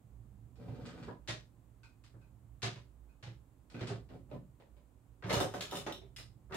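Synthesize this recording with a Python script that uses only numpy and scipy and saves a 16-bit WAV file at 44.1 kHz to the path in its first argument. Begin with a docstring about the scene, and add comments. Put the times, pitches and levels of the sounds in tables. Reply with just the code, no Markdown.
"""In a small, quiet room, a cat tugs open the drawer of a chipboard cabinet.
The steel runners tick, ping and rumble as they roll. The loose drawer knocks against its stops
or is bumped by a paw, and the cabinet booms. Then a paw rummages inside: plastic things clatter
and scrape on the thin drawer bottom. Under it all lie a soft hiss, a low drone and the cabinet
murmuring under the cat."""
import sys
import numpy as np
from scipy import signal
from scipy.fft import rfft, irfft
from scipy.io import wavfile

SR = 44100
rng = np.random.default_rng(int(sys.argv[2]) if len(sys.argv) > 2 else 0)


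def store_pcm(level_fs):
    """Save levels as 16-bit WAV."""
    pcm = np.round(np.clip(level_fs, -1, 1) * 32767).astype(np.int16)
    wavfile.write(sys.argv[1], SR, np.atleast_2d(pcm).T)


N = 289296
TIME = np.arange(N) / SR
SIZE = 32768  # samples set aside for one short sound
HZ, T = np.fft.rfftfreq(SIZE, 1 / SR), np.arange(SIZE) / SR

# What happens when. The functions below add their own offsets to these levels.
# the cat shifts its weight: start_s, length_s, level_db
WEIGHT_SHIFTS = [(-0.1, 1, -62.5), (1.35, 0.73, -78.5), (2.01, 0.8, -68), (3.94, 0.46, -62),
                 (5.903, 0.73, -63)]
# the steel runners tick: start_s, tick_db, ping_db
RUNNER_TICKS = [(0.557, -66.5, -79), (0.8593, -48.5, -73), (1.0003, -66, -70), (1.833, -58.5, -60.5),
                (2.0388, -56.5, -85), (2.2128, -77, -71), (3.0917, -82, -73), (3.7, -55, -73),
                (3.7428, -64.5, -55), (3.8715, -40.5, -83)]
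# each tug rolls the drawer a little way: start_s, length_s, rumble_db, grit_db
TUGS = [(0.562, 0.25, -45.5, -67.5), (0.739, 0.4, -45.5, -55.5), (3.711, 0.26, -43.5, -53.5),
        (4.085, 0.096, -48, -69), (4.289, 0.072, -40.5, -65)]
# the loose drawer knocks or a paw bumps it: start_s, crack_db, panel_db, boom_db, pitch_hz
DRAWER_KNOCKS = [(0.682, -58.5, -54, -40.5, 570), (1.08, -53.5, -43, -47.5, 980),
                 (1.276, -32.5, -42.5, -43, 622), (2.14, -97, -61.5, -53, 320),
                 (2.62, -31.5, -42, -39.5, 710), (2.644, -36, -43, -47, 390), (2.758, -52.5, -59, -53, 578),
                 (3.2271, -47.5, -56, -50.5, 822), (3.268, -53, -56.5, -45.5, 314),
                 (3.743, -50.5, -49, -51, 298), (3.808, -41.5, -43, -39.5, 366),
                 (3.902, -56, -39.5, -42, 399), (4.089, -60, -62, -62, 373),
                 (4.108, -69, -55.5, -52.5, 377), (4.313, -53.5, -46, -61, 593),
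                 (4.5996, -61.5, -60, -66, 542), (4.7666, -69, -67, -66, 594),
                 (5.239, -45.5, -46.5, -39.5, 400), (6.016, -61, -55.5, -61.5, 390)]
# a thing is flicked, then lands: start_s, click_db, landing_db, brightness_db_per_octave, fall_s
FLICKS = [(5.2236, -44, -48.5, -13.5, 0.0034), (5.2966, -31, -29.5, -6, 0.0088),
          (5.3281, -31, -32.5, 2.5, 0.0054), (5.3603, -62, -34, 4, 0.0053), (5.403, -35, -29, 4, 0),
          (5.5396, -48.5, -36.5, 2, 0), (5.608, -35.5, -46.5, 1, 0.0011), (5.7124, -44, -37, 6.5, 0.01),
          (5.755, -39, -49, 4.5, 0.012), (5.865, -41, -35.5, -3, 0), (5.924, -50.5, -75, 10.5, 0),
          (6.163, -43.5, -56.5, 1.5, 0.022), (6.523, -40.5, -41, -9, 0.0097), (6.545, -45, -36.5, 4, 0)]
# the paw drags things about: start_s, length_s, rub_db, scratch_db
PAW_STROKES = [(5.23, 0.23, -34, -39), (5.476, 0.16, -45.5, -49), (5.652, 0.15, -42.5, -51),
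               (5.79, 0.14, -51.5, -70), (6.488, 0.12, -37.5, -47)]

# The notes each object rings with: pitch_hz, level_db, fade_s (time to fall by 60 dB)
CABINET_NOTES = [(98, -0.5, 0.05), (115.93, 7.5, 0.3), (136.4, -6, 0.57), (156.2, -11, 0.47),
                 (187.4, -10, 0.48)]
RUNNER_NOTES = [(925, -8, 0.23), (1527, 7.5, 0.031), (2510, 3, 0.068), (2550, 3, 0.015), (4120, -6, 0.022)]
PLASTIC_NOTES = [(3044, 1.5, 0.034), (3547, -0.5, 0.068), (3714, 0.5, 0.044), (3934, -0.5, 0.05),
                 (5350, 2.5, 0.016)]
# pitches that the drawer's panels boost: pitch_hz, width_hz, boost_db
PANEL_PEAKS = [(187.8, 9, 6.5), (407.8, 17, 6), (528, 25, 5.5), (572, 27, 7.5), (734, 38, 5.5),
               (891, 9.5, 5.5), (976, 42, 0.5), (1258, 99, 5.5)]

# The tone of each sound, or how strong it is from bass to treble: pitch_hz, level_db
AIR_TONE = [(30, -5.5), (120, -8.5), (170, -16.5), (270, -9.5), (420, -20), (1100, -25.5), (1600, -33),
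            (5500, -44.5), (7500, -36.5), (10000, -40.5), (15000, -41.5)]
TICK_TONE = [(400, -18), (1000, 2), (4800, 0), (6000, -7), (8200, -6.5), (10500, -20.5), (16000, -61)]
RUMBLE_TONE = [(60, -30.5), (120, 4), (170, -5.5), (240, -4.5), (400, -14), (700, -22.5), (1400, -38.5),
               (4000, -55.5)]
CRACK_TONE = [(300, -40), (1000, -9), (1700, -2.5), (4000, 0.5), (5600, -5), (6300, -4.5), (8500, -12),
              (11000, -21), (16000, -42)]
PANEL_TONE = [(60, -23.5), (170, -0.5), (330, 3.5), (600, 1), (1250, -4.5), (2000, -12.5), (9000, -106)]
CLICK_TONE = [(400, -20.5), (1500, 2.5), (3800, 0.5), (5500, -2.5), (6500, -3.5), (9000, -7.5),
              (12000, -12), (16000, -20.5)]
RUB_TONE = [(60, -11), (120, 8.5), (220, -10), (600, -12), (1300, -13.5), (6000, -58)]

# how long the room echoes: pitch_hz, fade_s
ROOM_FADE = [(80, 0.41), (250, 0.31), (700, 0.23), (2000, 0.22), (5000, 0.25), (14000, 0.2)]
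# how alike the left and right sides are: pitch_hz, likeness (1 means identical)
STEREO_LIKENESS = [(60, 1), (150, 0.93), (350, 0.68), (700, 0.37), (1500, 0.14)]
# the bass leans right, and each sound takes a share of this lean: pitch_hz, left_minus_right_db
BASS_LEAN = [(60, -12.5), (200, -8), (700, -5), (2400, 0)]


def gain_of(db):
    """Turns decibels into a number to multiply by."""
    return 10 ** (np.asarray(db) / 20)


def unit_level(x, size=None):
    """Scales a sound so that its first size samples have an average (rms) level of 1."""
    return x / np.sqrt(np.mean(x[..., :size] ** 2) + 1e-20)


def curve(points, hz=HZ):
    """Joins a table's points with straight lines, giving each octave equal space."""
    pitch_hz, value = np.transpose(points)
    return np.interp(np.log(hz + 1), np.log(pitch_hz + 1), value)


def add(mix, start_s, sound):
    """Mixes in a stereo sound at the given time."""
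    part = mix[:, round(start_s * SR):][:, :SIZE]
    part += sound[:, :part.shape[1]]


def through(x, response):
    """Sends a sound through an object or a room (convolution), keeping its length."""
    return signal.fftconvolve(np.atleast_2d(x), np.atleast_2d(response), axes=1)[:, :x.shape[-1]]


def pulse(tone, peaks=(), tilt_db=0):
    """One click with the given tone and ringing peaks, tilted by tilt_db per octave above 1 kHz."""
    db = curve(tone) + tilt_db * np.log2(np.maximum(HZ, 1000) / 3000)
    db += sum(boost / (1 + (2 * (HZ - hz) / width) ** 2) for hz, width, boost in peaks)
    log_gain = np.log(gain_of(np.r_[db, db[-2:0:-1]]))
    spectrum = np.exp(np.conj(signal.hilbert(log_gain)))  # packs the energy at the very start
    return np.fft.ifft(spectrum).real[:SIZE // 4]


def ring(notes):
    """A struck object rings with pure tones that die away."""
    return sum(gain_of(db - 60 * T / fade_s) * np.sin(2 * np.pi * hz * T) for hz, db, fade_s in notes)


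def spot_peaks(low_hz, high_hz, boost_db, count=9, damping=0.008):
    """Each struck spot favours a few random pitches: pitch_hz, width_hz, boost_db."""
    place, strength = rng.random((2, count))
    hz = low_hz * (high_hz / low_hz) ** ((np.arange(count) + place) / count)
    return list(zip(hz, damping * hz, boost_db * (0.5 + strength)))


def share_bass(x):
    """Makes two unrelated noises alike in the bass, to form a left and a right side."""
    left, other = rfft(x)
    likeness = np.clip(curve(STEREO_LIKENESS, np.fft.rfftfreq(x.shape[1], 1 / SR)), -1, 1)
    right = likeness * left + np.sqrt(1 - likeness ** 2) * other
    return irfft(np.array([left, right]), x.shape[1])


def lean_right(x, share):
    """Makes low sounds stronger on the right."""
    half_db = share * curve(BASS_LEAN, np.fft.rfftfreq(2 * N, 1 / SR)) / 2
    return irfft(rfft(x, 2 * N) * gain_of([half_db, -half_db]))[:, :N]


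def room(direct_db, build_s=0.032, echoes_per_s=5000):
    """The path from one spot to the listener: direct sound, then echoes that pile up and fade."""
    echoes = share_bass(rng.standard_normal((2, SIZE)) * (rng.random((2, SIZE)) < echoes_per_s / SR))
    hz, t, spectrum = signal.stft(echoes, SR, nperseg=256)
    fade_db = -60 * (np.hypot(t, build_s) - build_s) / curve(ROOM_FADE, hz)[:, None]
    path = signal.istft(spectrum * gain_of(fade_db), SR, nperseg=256)[1][:, :SIZE]
    path *= 1 - np.exp(-T / 0.00033)
    path /= np.linalg.norm(path, axis=1, keepdims=True)
    path[:, 0] += gain_of(direct_db)
    return path


def heard(path, sound, db):
    """A hit carried across the room, set to level db over about its first 40 ms."""
    return gain_of(db) * unit_level(through(path, sound), size=1800)


def strokes(starts, lengths, levels_db, power):
    """In each stroke the speed rises and falls in one arch; loudness is speed raised to power."""
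    return sum(gain_of(db) * np.maximum(np.sin(np.pi * np.clip((TIME - s) / length, 0, 1)), 0) ** power
               for s, length, db in zip(starts, lengths, levels_db))


def friction(effort, body, slips_per_s, spread_db):
    """Countless tiny slips of uneven size shake an object, and the room echoes them."""
    slips = rng.standard_normal(N) * (rng.random(N) < slips_per_s / SR)
    slips *= gain_of(spread_db * np.minimum(rng.exponential(1, N), 4))
    response = through(room(-7.0, build_s=0.019), body)
    return through(unit_level(slips) * effort, response / np.linalg.norm(response[0]))


def background(air_db=-67.5, drone_hz=57.6, drone_width_hz=7, drone_db=-63.5, still_db=-70):
    """Airy hiss, a wavering low drone, and the cabinet murmuring more as the cat shifts its weight."""
    hz = np.fft.rfftfreq(N, 1 / SR)
    air, drone, murmur = (share_bass(rng.standard_normal((2, N))) for _ in range(3))
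    air = unit_level(irfft(rfft(air) * gain_of(curve(AIR_TONE, hz)), N))
    drone = unit_level(irfft(rfft(drone) / (1 + ((hz - drone_hz) / drone_width_hz) ** 2), N))
    movement = gain_of(still_db) + strokes(*np.transpose(WEIGHT_SHIFTS), power=0.58)
    murmur = unit_level(through(murmur, ring(CABINET_NOTES))) * movement
    return gain_of(air_db) * air + gain_of(drone_db) * drone + murmur


def runner_ticks():
    """A steel runner shifts in its rail with a tick and a ping."""
    out = np.zeros((2, N))
    tick, ping = pulse(TICK_TONE), ring(RUNNER_NOTES)
    for start_s, tick_db, ping_db in RUNNER_TICKS:
        path = room(-16.0)
        add(out, start_s, heard(path, tick, tick_db - 10) + heard(path, ping, ping_db - 4))
    return out


def drawer_rolling():
    """The little balls in the runners rumble into the panels and grind in the rail."""
    start_s, length_s, rumble_db, grit_db = np.transpose(TUGS)
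    rolling = strokes(start_s, length_s, rumble_db - 1, power=0.57)
    grinding = strokes(start_s, length_s, grit_db - 2, power=0.99)
    rumble = friction(rolling, pulse(RUMBLE_TONE, PANEL_PEAKS), slips_per_s=760, spread_db=1.0)
    grit = friction(grinding, pulse(TICK_TONE, tilt_db=-4.0), slips_per_s=1200, spread_db=5.5)
    return rumble + grit


def drawer_knocks(swell_s=0.0078, hard_above_db=-35, twist_s=0.008, corner_db=-7):
    """The drawer knocks against its stops or is bumped by a paw: a crack, a hollow note and a boom."""
    out = np.zeros((2, N))
    swell = 1 - np.exp(-(T / swell_s) ** 2)
    boom = unit_level(ring(CABINET_NOTES) * swell, size=3000)
    for start_s, crack_db, panel_db, boom_db, pitch_hz in DRAWER_KNOCKS:
        path = room(-18.0)
        tilt_db = -8 + 0.55 * (crack_db - panel_db)  # a crack that stands out is also brighter
        crack = pulse(CRACK_TONE, spot_peaks(1294, 6170, 5.7), tilt_db)
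        panel = pulse(PANEL_TONE, [(pitch_hz, 60, 12), (1.7 * pitch_hz, 60, 9)])  # note and overtone
        corner = heard(room(-12.0), crack, crack_db - 9 + corner_db)
        if crack_db > hard_above_db:  # a hard knock twists the drawer, so one corner touches first
            add(out, start_s, corner)
            start_s += twist_s
        knock = heard(path, crack, crack_db - 9) + heard(path, panel, panel_db - 3)
        add(out, start_s, knock + gain_of(boom_db - 3) * boom)
    return out


def plastic_clatter(direct_db=-12.5, detune=0.027):
    """Plastic things click together, ring briefly, and drop on the drawer bottom."""
    out = np.zeros((2, N))
    for start_s, click_db, landing_db, brightness, fall_s in FLICKS:
        path = room(direct_db + 0.94 * brightness)  # things on top sound brighter and more direct
        landing_path = room(direct_db)
        click = pulse(CLICK_TONE, spot_peaks(1583, 9000, 7.4, damping=0.051), brightness)
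        bottom = pulse(PANEL_TONE, PANEL_PEAKS + spot_peaks(354, 1864, 5.7, count=5, damping=0.09))
        # pressed against its neighbours, a thing rings a little differently each time
        plastic = ring([(hz * (1 + detune * rng.uniform(-0.85, 1)), db, fade_s)
                        for hz, db, fade_s in PLASTIC_NOTES])
        ring_db = click_db - 17 + 1.76 * brightness  # brighter hits are harder and ring more
        add(out, start_s, heard(path, click, click_db - 9.5) + heard(path, plastic, ring_db))
        thud = heard(landing_path, bottom, landing_db - 5)
        softer_click = heard(landing_path, click, click_db - 13)
        add(out, start_s + fall_s, thud + softer_click)
    return out


def paw_dragging(claw_delay_share=0.068):
    """Things judder over the drawer bottom; a moment later the claws catch and scratch on plastic."""
    start_s, length_s, rub_db, scratch_db = np.transpose(PAW_STROKES)
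    delay_s = claw_delay_share * length_s
    rubbing = strokes(start_s, length_s, rub_db - 4, power=0.93)
    scratching = strokes(start_s + delay_s, length_s - delay_s, scratch_db - 7, power=1.2)
    judder = friction(rubbing, pulse(RUB_TONE, PANEL_PEAKS), slips_per_s=500, spread_db=3)
    claws = friction(scratching, pulse(CLICK_TONE), slips_per_s=400, spread_db=2)
    return judder + claws


def scene():
    """Lays the drawer's sounds over the background; they reach the left side first."""
    left, right = drawer_knocks() + plastic_clatter() + runner_ticks() + drawer_rolling() + paw_dragging()
    right = np.r_[np.zeros(3), right[:-3]]  # three samples late
    return lean_right(np.array([left, right]), share=0.32) + lean_right(background(), share=0.89)


def record(dry, low_cut_hz=42, high_cut_hz=15850):
    """Trims away the deepest bass and the highest treble."""
    low_cut = signal.butter(4, low_cut_hz, "highpass", fs=SR, output="sos")
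    high_cut = signal.firwin(511, high_cut_hz, window=("kaiser", 9), fs=SR)
    return signal.oaconvolve(signal.sosfilt(low_cut, dry), high_cut[None], "same")


dry = scene()
out = record(dry)
store_pcm(out)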